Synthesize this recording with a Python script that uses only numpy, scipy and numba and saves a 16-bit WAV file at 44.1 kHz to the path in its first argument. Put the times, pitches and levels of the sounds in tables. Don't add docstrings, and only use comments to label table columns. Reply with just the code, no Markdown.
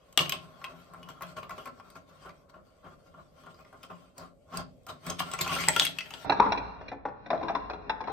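import sys
import numpy as np
from scipy import signal
from scipy.fft import rfft, irfft, next_fast_len
from scipy.io import wavfile
from scipy.ndimage import map_coordinates
from numba import njit

SR = 44100
rng = np.random.default_rng(int(sys.argv[2]) if len(sys.argv) > 2 else 0)


def volts(x):
    e = np.asarray(x, float) / 20
    return 10 ** e


def pcm_store(signal):
    levels = np.round(np.clip(np.atleast_2d(signal), -1, 1) * 32767)
    wavfile.write(sys.argv[1], SR, levels.astype(np.int16).T)


N = 358091


def shaped(points, speed, size):
    hz, value = np.transpose(points)
    bin_hz = np.fft.rfftfreq(size, 1 / SR) / speed
    return np.interp(np.log(bin_hz + 1), np.log(hz), value)


def hush(size, speed, level_db):
    # (frequency [Hz], relative density [dB per Hz])
    tone_spectrum = [(13, -38), (22, -5), (95, -9), (420, -19.5), (585, -8), (885, -30), (1070, -40),
                     (1580, -52), (4000, -55), (8260, -43), (12500, -46), (16000, -71)]
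    mid, side = rfft(rng.standard_normal((2, size)))
    apart = shaped([(60, 0.15), (400, 0.65), (2000, 0.91)], speed, size)
    both = mid + apart * side * np.array([[1], [-1]])
    tone = irfft(volts(shaped(tone_spectrum, speed, size)) * both, size)
    waver_steps = np.arange(size) / SR * 6 * speed
    waver_db = 1.5 * np.interp(waver_steps, np.arange(60), rng.standard_normal(60))
    return tone / tone.mean(axis=0).std() * volts(level_db + waver_db)


def blows(t, at_s, hard_db, level_db, chatter_ms, speed, flex_hz=None):
    size = 3000
    chance = rng.standard_normal((len(at_s), 2, size))
    force = np.zeros(len(t) + size)
    for k, (fine, grain) in enumerate(chance):
        hardness = volts(hard_db[k])
        decay_ms = max(chatter_ms * (1 - 0.7 * min(hardness / 0.4, 1)), 0.1)
        age = np.arange(size) * speed / (decay_ms * SR / 1000)
        push = fine * volts(6.0 * grain) * np.exp(-age) * np.clip(5 * age + 0.84, 0, 1)
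        push /= np.sqrt(np.sum(push ** 2))
        firm = np.interp(hardness, (0, 0.4), (0.6, 1.6))
        first = np.array([0.5])
        if flex_hz is not None:
            flex_size = int(5 * SR / flex_hz[k])
            cycles = np.sin(2 * np.pi * flex_hz[k] * np.arange(flex_size) / SR)
            first = np.hanning(flex_size) * cycles * 4 / flex_size
        push[:len(first)] += firm * first
        start = max(int((at_s[k] - t[0]) * SR) - len(first) // 5, 0)
        force[start:start + size] += volts(level_db[k]) * push / np.hypot(1, firm)
    return force[:len(t)]


@njit
def ring(x, pole, gain, spot):
    out = np.zeros(len(x))
    for m in range(pole.shape[1]):
        z = 0j
        for i in range(len(x)):
            z = z * pole[spot[i], m] + gain[spot[i], m] * x[i] + 1e-18
            out[i] += z.imag
    return out


def body(modes, knock, roll, spot, speed, detune, pitch_hz=None, focus_db=0, most_db=0, cycles=70, sides=0.42):
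    hz, t60_s, db = np.transpose([m for m in modes if m[0] * speed < SR * 3 / 8])
    t60_s = np.minimum(t60_s, cycles / hz)
    spots = spot[-1] + 1
    chance = rng.standard_normal((spots, 3, len(hz)))
    omega = 2 * np.pi * hz * (1 + detune * chance[:, 0])
    pole = np.exp(speed * (1j * omega - np.log(1000) / t60_s) / SR)
    if pitch_hz is not None:
        pitch_hz, most_db = pitch_hz[:spots], most_db[:spots]
        octaves = np.log2(hz * speed / pitch_hz[:, None])
        db = db - np.minimum(focus_db * octaves ** 2, most_db[:, None])
        piece_t60_s = 0.022
        pole[:, -1] = np.exp((2j * np.pi * pitch_hz - speed * np.log(1000) / piece_t60_s) / SR)
        db[:, -1] = most_db - 9.5
        chance[:, 1:, -1] = 0
    gain = volts(db + 3.5 * chance[:, 1])
    gain /= np.sqrt(np.sum(gain ** 2, axis=1, keepdims=True))
    noise_rms = np.sqrt(np.mean(np.sum(gain ** 2 / (2 - 2 * abs(pole) ** 2), axis=1)))
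    turn = np.exp(1j * sides * np.minimum(hz / 3000, 1.6) * chance[:, 2])
    sound = [ring(knock + r / noise_rms, pole, gain * side, spot) for r, side in zip(roll, (turn, 1 / turn))]
    highpass = signal.butter(2, 0.56 * hz[0] * speed, "high", fs=SR, output="sos")
    return signal.sosfilt(highpass, sound)


def rolling(t):
    # (time [s], shell rumble [dB], slip [dB])
    even_rolling = [(0.15, -75, -0.5), (0.25, -48, -3), (0.451, -58, -4.5), (0.85, -67, -27),
                    (1.3, -61, -6), (2.1, -68.5, -30), (3.3, -88, 0), (4.799, -85.5, 3.5), (5.28, -50, -4),
                    (5.57, -46.5, 7), (5.7, -59.5, 10), (5.83, -54.5, 18), (5.96, -60.5, 0.5),
                    (6.238, -55.5, 0.5), (6.259, -42, -1.5), (6.5, -47, 3.5), (6.73, -58, 4),
                    (7.14, -62.5, -8), (7.499, -49.5, 2), (7.72, -53.5, -0.5), (7.97, -55, -3.5),
                    (8.12, -48.5, 4)]
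    # (time [s], rumble [dB], slip [dB], hold [s])
    lurches = [(0.202, -37.5, 0.5, 0.0038), (0.325, -41, -0.5, 0.0062), (0.682, -57.5, -13.5, 0.0835),
               (0.918, -56.5, -16, 0.183), (1.094, -51.5, -6.5, 0.0086), (1.225, -44.5, -9, 0.0026),
               (1.368, -48.5, -7, 0.0054), (1.43, -50.5, -13, 0.0042), (1.507, -46.5, -7, 0.0027),
               (1.58, -52, -9.5, 0.0028), (1.664, -52.5, -7, 0.0079), (1.771, -62.5, -11, 0.142),
               (1.956, -48.5, -7, 0.0071), (2.11, -63, -9, 0.03), (2.254, -54, -17.5, 0.0199),
               (2.537, -55.5, -20.5, 0.0312), (2.842, -52.5, -20, 0.0271), (2.91, -63.5, -20, 0.0175),
               (3.136, -60, -15.5, 0.015), (3.172, -56.5, -19, 0.0174), (3.468, -50, -24.5, 0.0062),
               (3.589, -57, -12.5, 0.0048), (3.646, -59, -12, 0.0082), (3.741, -54.5, -32, 0.0035),
               (3.834, -54, -3, 0.0029), (3.902, -49.5, -19, 0.0038), (4.188, -49, -9, 0.055),
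               (4.542, -47, -9, 0.0584), (4.892, -41.5, -5, 0.0107), (5.072, -43, -4, 0.0507),
               (5.195, -40.5, 8, 0.00234), (5.333, -40.5, 0, 0.0162), (5.412, -36.5, 5, 0.0021),
               (5.605, -43, 8, 0.0294)]
    # (middle time [s], scuff level [dB], time from middle to 6 dB down [s])
    lap_scrapes = [(0.721, -68, -0.61), (1.021, -66.5, 0.0041), (1.27, -63, -0.06), (1.6, -67, -0.07),
                   (1.85, -70.5, 0.19), (2.22, -68.5, -0.1425), (2.5, -69.5, 0.007), (2.83, -73.5, 0.1546),
                   (3.11, -75, 0.1356), (3.24, -75.5, 0.1449), (3.53, -68.5, -0.2319),
                   (3.88, -71.5, -0.2174)]
    s, even_db, slip_db = np.transpose(even_rolling)
    rumble_db, scuff_db = np.interp(t, s, even_db), np.interp(t, s, even_db + slip_db)
    for start_s, db, slip, hold_s in lurches:
        rise_db_per_s = 2500 / (1 + hold_s / 0.012)
        early_db = rise_db_per_s * np.maximum(start_s - t, 0)
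        late_s = np.maximum(t - start_s - hold_s, 0)
        rumble_db = np.maximum(rumble_db, db - early_db - 381 * late_s)
        scuff_db = np.maximum(scuff_db, db + slip - early_db - 419 * late_s)
    for middle_s, db, half_s in lap_scrapes:
        scrape_db = db - 6 * ((t - middle_s) / half_s) ** 2
        rumble_db = np.maximum(rumble_db, scrape_db + 3.5)
        scuff_db = np.maximum(scuff_db, scrape_db)
    return rumble_db, scuff_db


def wobble(t, speed):
    steps_s = t[0] + np.arange(400) / 30.34 / speed
    return 3.5 * np.interp(t, steps_s, rng.standard_normal(len(steps_s)))


def grit(level_db, rate_hz, spread_db, alike):
    tap_gain = volts(spread_db * np.minimum(rng.exponential(size=len(level_db)), 3.5))
    taps = (rng.random(len(level_db)) < rate_hz / SR) * tap_gain
    noise = rng.standard_normal((3, len(level_db))) * (1 + taps)
    both = alike * noise[0] + np.sqrt(1 - alike ** 2) * noise[1:]
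    return both / both.std() * volts(level_db)


def ports(t, tick, objects):
    # (time [s], left minus right level [dB], left treble delay [ms])
    place = [(0, 3.5, -0.074), (5.599, 2.5, -.045), (5.681, 3.5, 0.259), (5.95, 4.5, 0.383),
             (6.241, 6.5, 0.208), (6.25, -7, 0.408), (6.451, 4.5, 0.623), (6.6, -0.5, 0.4835),
             (7.2, 3.5, 0.5746), (8.12, 6, 0.5906)]
    where_s, pan_db, lag_ms = np.transpose(place)
    lag_samples = np.interp(t, where_s, lag_ms) * SR / 1000
    tick[0] = map_coordinates(tick[0], [np.arange(len(t)) - lag_samples], order=3)
    return tick + objects * volts(np.interp(t, where_s, pan_db) * np.array([[0.5], [-0.5]]))


def room(x, speed, wet_db):
    # (frequency [Hz], t60 [s])
    echo_t60 = [(100, 0.86), (1000, 0.22), (4000, 0.252), (14000, 0.095)]
    size = next_fast_len(int(0.54 / speed * SR))
    t = np.arange(size) / SR * speed
    octave = np.log2(np.fft.rfftfreq(size, 1 / SR) / speed / 62.5 + 1e-9)
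    mid, side = rfft(rng.standard_normal((2, size)))
    apart = shaped([(60, 0.2), (300, 1.0), (1500, 1.0)], speed, size)
    noise = mid + apart * side * np.array([[1], [-1]])
    hz, t60_s = np.transpose(echo_t60)
    tail = 0
    for k in range(9):
        band = irfft(noise * np.clip(1 - abs(octave - k), 0, 1), size)
        tail = tail + band * volts(-60 * t / np.interp(k, np.log2(hz / 62.5), t60_s))
    tail = tail * np.clip((t - 0.004) / 0.0017, 0, 1)
    tail = tail * volts(wet_db) / np.sqrt(np.sum(tail ** 2) / 2)
    return signal.fftconvolve(x.mean(axis=0, keepdims=True), tail, axes=1)[:, :x.shape[1]]


def housing(x, speed):
    x = signal.lfilter(*signal.iirnotch(15800 * speed, 10.5, SR), x)
    return signal.lfilter(*signal.iirnotch(10100 * speed, 4.5, SR), x)


def shot(t, knocks, chatter_ms, speed, wet_db, thud_db, fizz_db, focus_db, ball_cycles):
    # (frequency [Hz], t60 [s], level [dB])
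    tower = [(100, 0.2, -24), (182.16, 0.14, 0), (273.45, 0.12, -2.5), (419.1, 0.029, 5.5),
             (555, 0.039, -4), (624, 0.097, -1.5), (672.4, 0.037, 2)]
    funnel = [(799, 0.04, -2), (886, .045, -15.5), (1092.2, 0.07, -5), (1122.5, 0.16, 8.5),
              (1184, 0.17, -1.5), (1211, 0.24, 1), (1402, 0.07, 2.5), (1369.8, 0.076, 2),
              (1390, 0.024, -17.5)]
    chute = [(960.5, 0.02, -2), (1148, 0.12, -14.5), (1420, 0.027, -3.5), (1731, 0.013, -7)]
    ball = [(1960, 0.0084, -7.5), (2225, 0.017, -4), (2380, 0.018, -4.5), (2600, 0.018, -1.5),
            (2893.4, 0.015, 0), (3230, 0.025, -1), (3369, 0.03, 0.5), (3800, 0.0095, 3.5),
            (4113, 0.022, -7.5), (4372, 0.034, 0), (4750, 0.024, 2.5), (5120, 0.0062, -7.5),
            (5770, 0.0077, -0.5), (3000, .016, 0)]
    tick_modes = [(5371, 0.015, -5), (6624, 0.012, -4.5), (8038, 0.016, 2.5), (9104, 0.009, 4),
                  (11209, 0.0066, -3), (12565, 0.0096, -3), (13503, 0.012, -0.5), (16732, 0.0035, -11),
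                  (18240, 0.012, -23.5)]
    drop_s = 5.67

    at_s, clack_db, ring_db, tick_db, pitch_hz = np.transpose(knocks)
    rumble_db, scuff_db = rolling(t) + wobble(t, speed)
    moves_s = np.sort(np.r_[t[::int(SR / 25 / speed)], at_s])
    spot = np.searchsorted(moves_s, t + 1 / SR)
    moves_s = np.r_[0, moves_s]
    last = np.maximum(np.searchsorted(at_s, moves_s, side="right") - 1, 0)
    held_hz = pitch_hz[last]
    fresh = np.exp(-abs(moves_s - at_s[last]) * speed / 0.04)

    shell_knock = blows(t, at_s, clack_db, ring_db, 1.7 * chatter_ms, speed)
    tower_knock = blows(t, at_s, clack_db, ring_db + thud_db, 5.2 * chatter_ms, speed)
    tower_roll = grit(rumble_db - 1.0, 300 * speed, 7.1, 0.997)
    objects = body(tower, tower_knock, tower_roll, spot, speed, 0.045)
    for modes, on in ((funnel, t < drop_s), (chute, t >= drop_s)):
        if on.any():
            shell_roll = grit(rumble_db, 200 * speed, 3.6, 0.56)
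            objects = objects + body(modes, shell_knock * on, shell_roll * on, spot, speed, 0.016)
    ball_knock = blows(t, at_s, clack_db, clack_db, chatter_ms, speed, pitch_hz)
    ball_roll = grit(scuff_db, 250 * speed, 3.7, 0.32)
    objects = objects + body(ball, ball_knock, ball_roll, spot, speed, 0.025, held_hz, focus_db=54.5,
                             most_db=-2.5 + focus_db * fresh, cycles=ball_cycles)
    tick_knock = blows(t, at_s, clack_db, tick_db, 0.68 * chatter_ms, speed)
    tick_roll = grit(scuff_db + fizz_db, 300 * speed, 7.1, 0.59)
    tick = body(tick_modes, tick_knock, tick_roll, spot, speed, 0.03, sides=0.2)

    direct = ports(t, tick, objects)
    heard = direct + room(direct, speed, wet_db) + hush(len(t), speed, level_db=-63.5)
    return housing(heard, speed)


def scene():
    # (time [s], ball clack [dB], shell ring [dB], tick [dB], clack pitch as heard [Hz])
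    knocks = [(0.1263, -52, -57.5, -41.5, 2990), (0.1754, -5.5, -14.5, -5, 3517),
              (0.1776, -15, -23, -22.5, 3613), (0.1903, -14, -31.5, -36.5, 2837),
              (0.2586, -28.5, -53, -49.5, 2831), (0.2945, -25, -47.5, -15.5, 3000),
              (0.322, -16, -35.5, -18, 2951), (0.6155, -46, -43, -73.5, 2117),
              (0.6419, -28, -31.5, -32, 2600), (0.9357, -58, -38.5, -43, 2109),
              (1.0302, -42.5, -60, -44, 2928), (1.0881, -45, -38.5, -36.5, 3324),
              (1.209, -49, -33.5, -41.5, 2113), (1.2212, -37, -36, -28.5, 1983),
              (1.232, -40.5, -39, -45.5, 2600), (1.3672, -40, -40.5, -48.5, 2683),
              (1.385, -42.5, -44.5, -48, 2700), (1.4299, -41.5, -38.5, -50, 2780),
              (1.494, -42, -36, -37, 2064), (1.5075, -38, -34.5, -44, 2025),
              (1.58, -52.5, -51.5, -49, 3000), (1.594, -50.5, -46.5, -57.5, 3000),
              (1.6567, -40, -34, -35, 2149), (1.673, -43.5, -36, -45.5, 2200),
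              (1.7986, -50, -42.5, -50.5, 2433), (1.9019, -49, -60.5, -41.5, 4750),
              (1.956, -67, -38.5, -46.5, 2318), (2.2595, -72.5, -42.5, -51, 2802),
              (2.2931, -44.5, -42.5, -56.5, 2355), (2.306, -50, -52.5, -63, 2415),
              (2.542, -58, -48.5, -71.5, 2950), (2.846, -57.5, -52.5, -66.5, 2873),
              (3.1413, -62.5, -52, -72, 2905), (3.4356, -72.5, -48, -52.5, 3414),
              (3.4625, -53.5, -49, -52, 2903), (3.468, -60, -43, -58, 2926), (3.544, -54, -59, -56, 4858),
              (3.59, -59, -60, -63.5, 2500), (3.6484, -52, -55.5, -58.5, 2073),
              (3.7276, -60, -44, -52, 2036), (3.8307, -45.5, -71, -34.5, 3166),
              (3.9042, -56, -42.5, -55.5, 2828), (4.1801, -41.5, -50.5, -31, 4701),
              (4.5259, -58.5, -37.5, -47.5, 2942), (4.572, -32.5, -45, -19.5, 4694),
              (4.8663, -49.5, -37.5, -32.5, 3064), (4.8945, -64.5, -38.5, -71, 3810),
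              (5.0652, -37, -34.5, -24.5, 2170), (5.0993, -31.5, -41.5, -17.5, 3137),
              (5.203, -36.5, -24.5, -30.5, 2804), (5.221, -32, -36, -36.5, 2877),
              (5.3143, -34.5, -39, -25, 2889), (5.3363, -33, -28.5, -19.5, 2038),
              (5.3892, -30.5, -35, -25.5, 2403), (5.4109, -26, -37, -14, 4271),
              (5.445, -29.5, -39, -30.5, 3000), (5.463, -31.5, -28, -40, 2449),
              (5.477, -27, -36.5, -23.5, 2523), (5.4943, -26.5, -27, -38, 2900),
              (5.5147, -39.5, -27, -43, 2688), (5.5635, -37, -26.5, -44.5, 3440),
              (5.5853, -26, -30.5, -35.5, 2101), (5.6376, -21, -32, -41, 2844), (5.68, -26, -17, -27, 1983),
              (5.685, -13, -15, -1.5, 2051), (5.691, -20, -22.5, -25, 2000), (5.763, -13.5, -14, -13, 3230),
              (5.797, -7, -26, -5.5, 3422), (5.7995, -11, -32.5, -20.5, 3370),
              (5.81, -25.5, -21.5, -33, 3466), (5.8211, -17, -30, -35, 3350),
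              (5.8511, -20.5, -51, -11.5, 2734), (5.8669, -20, -35.5, -50, 3358),
              (5.9859, -20, -38, -28.5, 2673), (6.007, -25.5, -41.5, -58.5, 2065),
              (6.0587, -36.5, -51.5, -60, 2665), (6.106, -37.5, -36.5, -33, 2697),
              (6.1377, -28.5, -34, -37.5, 2940), (6.247, -25.5, -36, -64, 774.5),
              (6.297, -13.5, -22.5, -14, 840.6), (6.303, -16, -24, -22.5, 804),
              (6.321, -18.5, -43, -19.5, 925.7), (6.4, -3.5, -15.5, -14.5, 973.8),
              (6.413, -20.5, -37.5, -49.5, 1056), (6.425, -20.5, -40, -45, 1077),
              (6.445, -26, -40, -49.5, 1033), (6.461, -17.5, -24, -55, 902),
              (6.503, -31.5, -45, -48.5, 979), (6.521, -15, -27, -13, 926.5),
              (6.549, -31.5, -40.5, -53.5, 1009), (6.575, -41.5, -28.5, -22, 802.5),
              (6.813, -33, -65.5, -44, 647), (6.882, -43, -44.5, -30, 624), (6.917, -27.5, -31, -33, 742.6),
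              (7.054, -21.5, -32, -47.5, 802.4), (7.084, -30, -43, -67, 856),
              (7.261, -32, -37.5, -35, 559.8), (7.304, -16.5, -33.5, -24, 777),
              (7.312, -22.5, -34, -40, 656.3), (7.332, -17.5, -28, -60, 636.5),
              (7.348, -23, -35.5, -44.5, 674.5), (7.413, -26.5, -38.5, -48.5, 767),
              (7.429, -27.5, -26.5, -31.5, 909.3), (7.447, -33, -40, -50, 967), (7.483, -23, -47, -23, 940),
              (7.496, -19, -36, -56, 785.5), (7.5505, -19, -29.5, -21, 1040), (7.699, -23, -41, -27.5, 740),
              (7.734, -30, -37.5, -34.5, 749.8), (7.896, -17, -37.5, -15.5, 877.3),
              (8.006, -29, -38, -32, 869.7), (8.04, -40, -51.5, -37, 752),
              (8.073, -29.5, -37, -33.5, 996.4), (8.08, -24, -39.5, -47, 914.5),
              (8.098, -28.5, -38.5, -47.5, 789.8)]
    cut_s = 6.245
    t = np.arange(N) / SR
    slow_start, full_end = int((cut_s - 0.02) * SR), int((cut_s + 0.02) * SR)
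    before = [k for k in knocks if k[0] < cut_s]
    after = [k for k in knocks if k[0] >= cut_s]
    full = shot(t[:full_end], before, chatter_ms=6.3, speed=0.9768, wet_db=-7.5, thud_db=-12.0,
                fizz_db=-3.0, focus_db=12, ball_cycles=56)
    slow = shot(t[slow_start:], after, chatter_ms=4.85, speed=0.3, wet_db=-14.5, thud_db=-16.0,
                fizz_db=-5.5, focus_db=13, ball_cycles=60)
    slow = signal.sosfilt(signal.ellip(10, 0.3, 75, 5900, fs=SR, output="sos"), slow)
    fade = np.clip((t - cut_s) / 0.03 + 0.5, 0, 1)
    full = np.pad(full, ((0, 0), (0, N - full_end)))
    slow = np.pad(slow, ((0, 0), (slow_start, 0)))
    return full * (1 - fade) + slow * fade


def roll_off(x):
    return signal.sosfilt(signal.butter(12, 16480, fs=SR, output="sos"), x)


def record(dry):
    low_cut = signal.butter(2, 40.2, "high", fs=SR, output="sos")
    top_cut = signal.ellip(8, 0.3, 60, 16600, fs=SR, output="sos")
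    mix = signal.sosfilt(np.r_[low_cut, top_cut], dry)
    return roll_off(mix)


dry = scene()
out = record(dry)
pcm_store(out)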